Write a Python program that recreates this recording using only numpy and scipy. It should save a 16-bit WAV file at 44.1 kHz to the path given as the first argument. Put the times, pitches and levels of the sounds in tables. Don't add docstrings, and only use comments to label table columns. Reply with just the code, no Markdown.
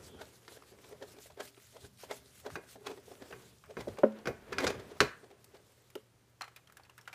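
import sys
import numpy as np
from scipy import signal
from scipy.fft import irfft
from scipy.io import wavfile
from scipy.ndimage import uniform_filter1d

SR = 44100
rng = np.random.default_rng(int(sys.argv[2]) if len(sys.argv) > 2 else 0)


def persist_wave(psi):
    counts = np.round(np.clip(psi, -1, 1) * 32767).astype(np.int16)
    wavfile.write(sys.argv[1], SR, np.atleast_2d(counts).T)


N = 314874
LET_GO_S = 5.6

# f/Hz, level/dB
SCRAPE_COLOUR = [(400, -22.5), (850, 1.5), (1700, -3), (2800, -10), (5000, -29)]
# f/Hz, level/dB
SNAP_COLOUR = [(1500, 7.5), (4000, 5), (9000, 2), (15000, 8.1)]


def amp(db):
    return 10 ** (np.asarray(db) / 20)


def seconds(count):
    return np.arange(count) / SR


def unit_rms(x):
    return x / np.sqrt(np.mean(x ** 2) + 1e-20)


def peaked(x, db):
    power = uniform_filter1d(x ** 2, size=256, mode="constant")
    return amp(db) * x / np.sqrt(power.max() + 1e-20)


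def curve_at(points, hz):
    f, value = np.transpose(points)
    return np.interp(np.log(hz + 1), np.log(f + 1), value)


def add(mix, s, sound):
    part = mix[max(round(s * SR), 0):][:len(sound)]
    part += sound[:len(part)]


def noise(colour, count):
    hz = np.fft.rfftfreq(count, 1 / SR)
    spectrum = amp(curve_at(colour, hz)) * np.exp(2j * np.pi * rng.random(len(hz)))
    return unit_rms(irfft(spectrum, count))


def wander(rate, count):
    steps = rng.standard_normal(8192)
    return np.interp(seconds(count) * rate, np.arange(len(steps)), steps)


def fade(t, t60, rise):
    return (1 - np.exp(-t / rise)) * amp(-60 * t / t60)


def resonate(x, hz, width_hz):
    return signal.lfilter(*signal.iirpeak(hz, max(hz / width_hz, .5), SR), x)


def scatter(per_s, start, end):
    gap, size, pitch = rng.random((128, 3)).T
    when = start + np.cumsum(2 * gap) / per_s
    return np.transpose([when, size, pitch])[when < end]


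def effort_db(layer):
    # t/s, rumble/dB, glove drag/dB, sleeve rustle/dB
    effort = [(0, -58, -57.5, -64), (.15, -58, -65, -66.5), (.45, -77, -68.5, -70),
              (1.15, -68.5, -64.5, -69), (1.6, -80, -104, -69.5), (1.85, -69, -90, -67.5),
              (2.35, -72.5, -74, -67), (2.9, -69, -70, -68.5), (3.4, -69, -58.5, -65),
              (3.65, -68.5, -83, -70.5), (3.92, -62.5, -58.5, -68.5), (4.2, -70, -57, -73),
              (4.42, -59, -60, -74.5), (4.68, -59, -48, -76), (4.95, -64.5, -58.5, -67.5),
              (5.251, -71, -65.5, -75.5), (5.8, -83, -73.5, -70), (6.2, -80.5, -79.5, -78),
              (7.14, -79, -74.5, -78)]
    times, rumble, drag, rustle = np.transpose(effort)
    return np.interp(seconds(N), times, {"rumble": rumble, "drag": drag, "rustle": rustle}[layer])


def room_tone():
    # f/Hz, level/dB
    hum_tones = [(119.5, -72.5)]
    # f/Hz, level/dB
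    air_colour = [(20, -31), (40, -15.5), (70, -1), (120, -2.5), (170, -8), (420, -11), (650, -14.5),
                  (2050, -20.5), (3100, -23), (6200, -26), (12800, -31.5), (15400, -34)]
    t = seconds(N)
    hum = sum(amp(db) * np.sqrt(2) * np.sin(2 * np.pi * hz * t + .5 * wander(12, N))
              for hz, db in hum_tones)
    return hum + noise(air_colour, N) * amp(-70.5)


def handling():
    # f/Hz, level/dB
    rumble_colour = [(20, -21.5), (45, -4.5), (80, 9), (130, 4.5), (220, 4.5), (450, -36.5)]
    # f/Hz, level/dB
    drag_colour = [(120, -19), (260, -4.5), (430, 2), (580, -3.5), (800, -9.5), (1600, -12.5), (3000, -19),
                   (8000, -37.5)]
    lumps_db, unevenness_db = 3 * wander(30, N), 2.5 * wander(60, N)
    rumble = noise(rumble_colour, N) * amp(effort_db("rumble") + lumps_db)
    drag = noise(drag_colour, N) * amp(effort_db("drag") + unevenness_db)
    singing_can = resonate(drag, hz=375.8, width_hz=9.8)
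    return rumble + drag + singing_can


def swishes():
    # middle t/s, level/dB
    strokes = [(.057, -59.5), (.355, -65), (0.534, -58), (.693, -65.5), (.892, -63.5), (1.111, -61),
               (1.243, -58), (1.455, -55.5), (1.641, -64.5), (1.838, -60), (2.024, -55.5), (2.153, -57.5),
               (2.38, -60.5), (2.533, -59.5), (2.715, -58), (3.09, -64.5), (3.299, -67), (3.46, -64.5)]
    # f/Hz, level/dB
    hiss_colour = [(600, -12.5), (1500, -3), (3300, 0), (6000, 0), (9000, -1.5), (12000, -4.5),
                   (15500, -13.5)]
    t, half_stroke_s = seconds(N), 0.032
    power = amp(effort_db("rustle") + 2.5 * wander(14, N)) ** 2
    for s, db in strokes:
        power += amp(db) ** 2 / (1 + ((t - s) / half_stroke_s) ** 8)
    _, _, bands = signal.stft(noise(hiss_colour, N), SR, nperseg=256)
    patches = uniform_filter1d(rng.standard_normal(bands.shape), size=7, axis=0)
    patches_db = 2 * unit_rms(uniform_filter1d(patches, size=14, axis=1))
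    hiss = signal.istft(bands * amp(patches_db), SR, nperseg=256)[1][:N]
    pops = (rng.random(N) < 70 / SR) * rng.standard_normal(N)
    grain = noise(SNAP_COLOUR, 512) * fade(seconds(512), t60=0.026, rise=0.0004)
    crinkle = unit_rms(signal.oaconvolve(pops, grain)[:N])
    flicker_db = 0.99 * wander(810, N) + 0.68 * wander(55, N)
    return np.sqrt(power) * unit_rms(hiss * amp(flicker_db) + amp(-7) * crinkle)


def squeaks():
    # t/s, length/s, first f/Hz, last f/Hz, level/dB
    glides = [(0.053, 0.16, 3420, 3090, -67), (4.947, 0.036, 812, 1397, -63.5)]
    out, t = np.zeros(N), seconds(11025)
    for s, length, first_hz, last_hz, db in glides:
        hz = np.interp(t, [0, length], [first_hz, last_hz]) * (1 + .07 * wander(900, len(t)))
        arch = np.sqrt(np.maximum(np.sin(np.pi * np.minimum(t / length, 1)), 0))
        add(out, s, amp(db) * np.sqrt(2) * arch * np.sin(2 * np.pi * np.cumsum(hz) / SR))
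    return out


def slip(peak_s, swell_s, hz, db, scrape_db):
    # f/Hz, level/dB
    cavity_colour = [(100, -16.5), (220, -6), (280, 3), (330, -9), (410, 9), (490, -4.5), (600, -1.5),
                     (720, -2), (1000, -5), (2500, -37.5)]
    # f/Hz, width/Hz, level/dB
    coast_modes = [(273, 24, 3), (400, 25, 6), (597, 25, 0)]
    # f/Hz, level/dB
    fizz_colour = [(1500, -29), (3300, 3.5), (5200, -2.5), (6500, -5), (9000, -10.5), (15000, -19.5)]
    release_s, flick_s, coast_s = 0.014, 0.004, 0.074
    t = seconds(26460) - .15
    flick = .5 * np.exp(-(t / flick_s) ** 4)
    speed = np.exp(np.minimum(t / swell_s, -t / release_s)) + flick
    grip = amp(2.3 * wander(700, len(t)))
    hollow = resonate(noise(cavity_colour, len(t)), hz, width_hz=180) * speed
    threads = rng.standard_normal(len(t)) * (t > 0) * np.exp(-t / coast_s)
    coast = sum(amp(mode_db) * resonate(threads, mode_hz, width)
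                for mode_hz, width, mode_db in coast_modes)
    friction = noise(SCRAPE_COLOUR, len(t))
    wall_hz = rng.uniform(1400, 2600)
    scrape = (friction + 1.9 * resonate(friction, wall_hz, width_hz=160)) * grip * speed
    fizz = noise(fizz_colour, len(t)) * grip * speed ** 1.2
    body = peaked(hollow, db=0) + peaked(coast, db=-18)
    edge = peaked(scrape, scrape_db) + peaked(fizz, scrape_db - 3.5)
    return peak_s + t[0], amp(db) * (body + edge)


def glove_slips():
    # peak t/s, swell/s, hollow f/Hz, level/dB, scrape above that level/dB
    flicks = [(.128, 0.047, 250, -51, -17), (0.219, .023, 540, -44.5, -3.5), (.573, .017, 564, -50.5, -9),
              (0.724, .006, 412, -55.5, -19), (0.846, 0.013, 390, -61.5, 3.5),
              (.929, .024, 490, -47.5, -13), (1.027, .01, 535, -43.5, -6.5), (1.304, .004, 690, -56, -6),
              (1.376, 0.0049, 400, -48, -16), (1.406, 0.01, 570, -39.5, -3.5),
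              (1.768, .018, 570, -50.5, -4.5), (1.85, .014, 380, -51.5, -6),
              (2.038, 0.0027, 590, -45.5, -10.5), (2.114, .011, 575, -36.5, -6),
              (2.466, .01, 570, -38, -9.5), (2.759, .003, 475, -50.5, -13), (2.87, .0084, 407, -42, 2.5),
              (2.915, .04, 407, -41.5, -11), (3.082, 0.0026, 503, -49.5, -25), (3.118, .01, 468, -47, -14),
              (3.225, .016, 433, -46, -7.5), (3.311, .0056, 516, -49, -8), (3.709, .014, 524, -46.5, -12.5),
              (3.81, .021, 442, -43, -4), (3.885, .0052, 416, -38.5, -14.5),
              (3.988, .003, 470, -39.5, -10.5), (4.526, .0046, 420, -37.5, -11),
              (4.606, .005, 420, -38.5, -1.5), (4.646, 0.031, 390, -27.5, -7), (4.704, .04, 494, -33, -9),
              (4.799, .008, 420, -46.5, -7), (4.918, .03, 380, -45.5, -13.5), (5.243, .017, 434, -53.5, -9),
              (5.313, .01, 460, -55.5, -8), (5.547, 0.0076, 460, -53, -9.5)]
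    out = np.zeros(N)
    for flick in flicks:
        add(out, *slip(*flick))
    for s, size, pitch in scatter(per_s=3.4, start=0, end=LET_GO_S):
        add(out, *slip(s, swell_s=0.0054, hz=447 * 2 ** (pitch - .5), db=-63.5 + 11 * size, scrape_db=-9))
    return out


def bottle_crackles():
    out, t = np.zeros(N), seconds(1024)
    for s, size, pitch in scatter(per_s=5, start=0, end=LET_GO_S):
        crackle = resonate(rng.standard_normal(len(t)), hz=1200 * 6 ** pitch, width_hz=1800)
        add(out, s, peaked(crackle * fade(t, t60=.014, rise=.001), db=-69 + 8 * size))
    return out


def knocks():
    # t/s, ring/dB, thud above the ring/dB, crack above the ring/dB
    hits = [(0.479, -51, -3, -3.5), (2.555, -38, -4, -13.5), (3.325, -45.5, -2, -44),
            (3.769, -41.5, 3.5, -26), (3.972, -53, -16.5, -17.5), (4.256, -41.5, 0, -9),
            (4.2719, -32.5, 0.5, -11.5), (4.528, -37, -7.5, -10.5), (4.5833, -29, -11, -7),
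            (4.667, -30.5, -4.5, -3), (4.675, -36.5, -11.5, 2), (5.004, -18.5, -5.5, -4.5)]
    # f/Hz, level/dB, t60/s
    shell_modes = [(970, -11.5, 0.27), (1113, -4.5, .14), (1330, -10, 0.11), (1502, 3, 0.033),
                   (1600, -5, .06), (1700, -9, 0.18), (1987, -4, 0.11), (2144, -10.5, 0.2),
                   (2430, -3.5, 0.14), (2520, -10, 0.18), (3520, -17.5, 0.11), (3910, -12.5, 0.07),
                   (4740, -10, 0.094), (5380, -12.5, 0.051), (6070, -12, 0.09)]
    # f/Hz, level/dB
    clack_colour = [(450, -28), (800, -3.5), (1050, 0), (1250, -2), (1500, 7), (2000, -3.5), (2600, -5.5),
                    (3200, -16), (6000, -41)]
    # f/Hz, level/dB
    crack_colour = [(1800, -12.5), (2900, -2.5), (5000, 0), (6500, -4.5), (7800, -12), (10000, -18),
                    (12500, -21.5), (15500, -38.5)]
    # f/Hz, level/dB
    thud_colour = [(100, -28.5), (190, -5), (290, -3.5), (430, 4.5), (580, -4), (760, -9), (1500, -43)]
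    out, t = np.zeros(N), seconds(20000)
    for s, ring_db, thud_db, crack_db in hits:
        shell = np.zeros(len(t))
        for hz, db, t60 in shell_modes:
            phase = 2 * np.pi * (hz * t + rng.random())
            blur = 1.7 * wander(62, len(t))
            shell += amp(db) * fade(t, t60, rise=.0003) * np.sin(phase + blur)
        clack = noise(clack_colour, len(t)) * fade(t, t60=0.059, rise=0.00013)
        ring = peaked(clack, db=0) + peaked(shell, db=-6.5)
        crack_tail = amp(-23.5) * fade(t, t60=0.16, rise=.002)
        crack = noise(crack_colour, len(t)) * (fade(t, t60=0.041, rise=0.00049) + crack_tail)
        thud = noise(thud_colour, len(t)) * fade(t, t60=0.15, rise=0.0017)
        blow = peaked(ring, db=0) + peaked(crack, crack_db) + peaked(thud, thud_db)
        add(out, s, amp(ring_db) * blow)
    return out


def tick(hz, t60, db, snap_db):
    # f/Hz, level/dB
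    spatter_colour = [(250, -33), (550, -5.5), (900, 0), (1500, 0.5), (2500, -7), (5000, -30), (9000, -42)]
    t = seconds(4096)
    onset = 1 - np.exp(-(t / 0.0014) ** 2)
    phase = 2 * np.pi * (hz * t + .11 * wander(500, len(t)))
    patch = (np.sin(phase) + amp(-18.5) * np.sin(1.75 * phase)) * fade(t, t60, rise=0.00047)
    wall = resonate(rng.standard_normal(len(t)), hz, width_hz=.8 * hz) * fade(t, 1.8 * t60, rise=.0008)
    ring = peaked(patch * onset, db=0) + peaked(wall * onset, db=-3)
    spatter = noise(spatter_colour, len(t)) * amp(5.8 * wander(332, len(t)))
    spatter *= fade(t, t60=0.102, rise=0.0018)
    crease_hz = rng.uniform(3900, 8270)
    snap = resonate(noise(SNAP_COLOUR, len(t)), crease_hz, width_hz=6700)
    snap *= fade(t, t60=0.03, rise=0.0003) * onset
    return peaked(ring + peaked(spatter, db=-3.5), db) + peaked(snap, db + snap_db)


def drips():
    # t/s, f/Hz, t60/s, level/dB, snap above that level/dB
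    clear_ticks = [(0.622, 1230, 0.011, -54.5, -21), (2.502, 1230, 0.0043, -48.5, -30),
                   (3.638, 1210, 0.009, -55, -28), (5.442, 2020, .014, -73.5, 17.5),
                   (5.901, 2345, .014, -64, 1), (5.953, 2910, 0.0044, -47.5, -5),
                   (6.409, 1130, 0.014, -40.5, -31), (6.418, 4180, 0.012, -41, -32),
                   (6.44, 1270, .025, -49.5, -28), (6.478, 1290, .025, -52.5, -26),
                   (6.561, 2420, 0.047, -53, -1.5), (6.722, 1574, 0.011, -62, 0),
                   (6.769, 1713, 0.031, -53.5, -2), (6.796, 784, .027, -55.5, -26),
                   (6.833, 4350, 0.027, -62, -14), (6.849, 2560, .035, -62, -19),
                   (6.896, 2800, .014, -58, -7), (6.978, 1465, 0.015, -53.5, -5),
                   (6.986, 1680, 0.02, -55.5, -19.5), (7.011, 5540, 0.028, -61, -2),
                   (7.075, 1450, 0.027, -42.5, -21), (7.128, 2310, 0.11, -47.5, -17)]
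    out = np.zeros(N)
    for s, hz, t60, db, snap_db in clear_ticks:
        add(out, s, tick(hz, t60, db, snap_db))
    for s, size, pitch in scatter(per_s=7, start=6.45, end=N / SR):
        add(out, s, tick(hz=1080 * 2 ** (2 * pitch), t60=0.019, db=-71.5 + 16 * size, snap_db=-13))
    return out


def engine_jolts():
    # t/s, level/dB
    jolts = [(1.829, -50), (2.519, -49), (3.321, -55), (3.78, -48.5), (3.884, -48), (4.275, -40.5),
             (4.569, -49), (4.648, -39.5), (4.749, -47.5), (5.002, -38)]
    # f/Hz, level/dB
    shudder_colour = [(25, -40.5), (60, 7.5), (130, 7.5), (220, -5), (400, -44)]
    out, t = np.zeros(N), seconds(16384)
    low_cut = signal.butter(2, 48, "high", fs=SR)
    for s, db in jolts:
        shudder = noise(shudder_colour, len(t)) * fade(t, t60=0.2, rise=0.0085)
        add(out, s, peaked(signal.lfilter(*low_cut, shudder), db))
    return out


def thumps():
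    # t/s, boom/dB, centre of the push f/Hz, its spread/octaves, slap/dB
    bumps = [(3.8722, -34.5, 426, 1.2, -71), (4.034, -14.5, 421, 2, -30), (5.9548, -38.5, 369, 0.43, -50.5),
             (6.4094, -65.5, 517, 0.66, -49)]
    # f/Hz, level/dB, t60/s
    hollow_modes = [(216.5, -13, 0.36), (264.4, -10, 0.1), (375, -4.5, 0.06), (431.3, -5, 0.098),
                    (455, -1, 0.017), (528, -3, 0.1), (594, 1, 0.057), (550, -24, .4), (703, -17, .06)]
    out, t = np.zeros(N), seconds(20000)
    low_cut = signal.butter(2, 150, "high", fs=SR)
    muffle = signal.butter(2, 1200, fs=SR)
    for s, boom_db, centre_hz, spread, slap_db in bumps:
        modes = np.zeros(len(t))
        for k, (hz, db, t60) in enumerate(hollow_modes):
            push = (-1) ** k / (1 + (np.log2(hz / centre_hz) / spread) ** 4)
            modes += push * amp(db) * fade(t, t60, rise=.0003) * np.sin(2 * np.pi * hz * t)
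        boom = signal.lfilter(*low_cut, modes)
        slap = signal.lfilter(*muffle, noise(SCRAPE_COLOUR, len(t)) * fade(t, t60=.045, rise=.0008))
        add(out, s, peaked(boom, boom_db) + peaked(slap, slap_db))
    return out


def garage(x, wet_db, build_s):
    # f/Hz, t60/s
    decay_times = [(100, 0.34), (400, 0.11), (900, 0.28), (1700, 0.42), (2600, 0.3), (5000, 0.25),
                   (12000, 0.28)]
    hz, frame_s, bands = signal.stft(rng.standard_normal(SR), SR, nperseg=256)
    decay = amp(-60 * frame_s / curve_at(decay_times, hz)[:, None])
    tail = signal.istft(bands * decay, SR, nperseg=256)[1]
    t = seconds(len(tail))
    far_wall = 0.17 * np.exp(-((t - .068) / 0.0077) ** 2)
    tail *= 1 - np.exp(-(t / build_s) ** 2) + far_wall
    return amp(wet_db) * signal.fftconvolve(x, tail / np.linalg.norm(tail))[:N]


def scene():
    steel = knocks()
    can = thumps() + glove_slips()
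    bottle = drips() + bottle_crackles()
    room = garage(steel + amp(-1) * bottle, wet_db=-14.5, build_s=0.012)
    room += garage(can, wet_db=-17, build_s=.009)
    close = engine_jolts() + swishes() + squeaks() + handling()
    return (steel + can + bottle + room + close + room_tone())[None]


def record(dry):
    high_cut = signal.firwin(511, cutoff=15450, window=("kaiser", 9), fs=SR)
    return signal.oaconvolve(dry, high_cut[None], "same")


dry = scene()
out = record(dry)
persist_wave(out)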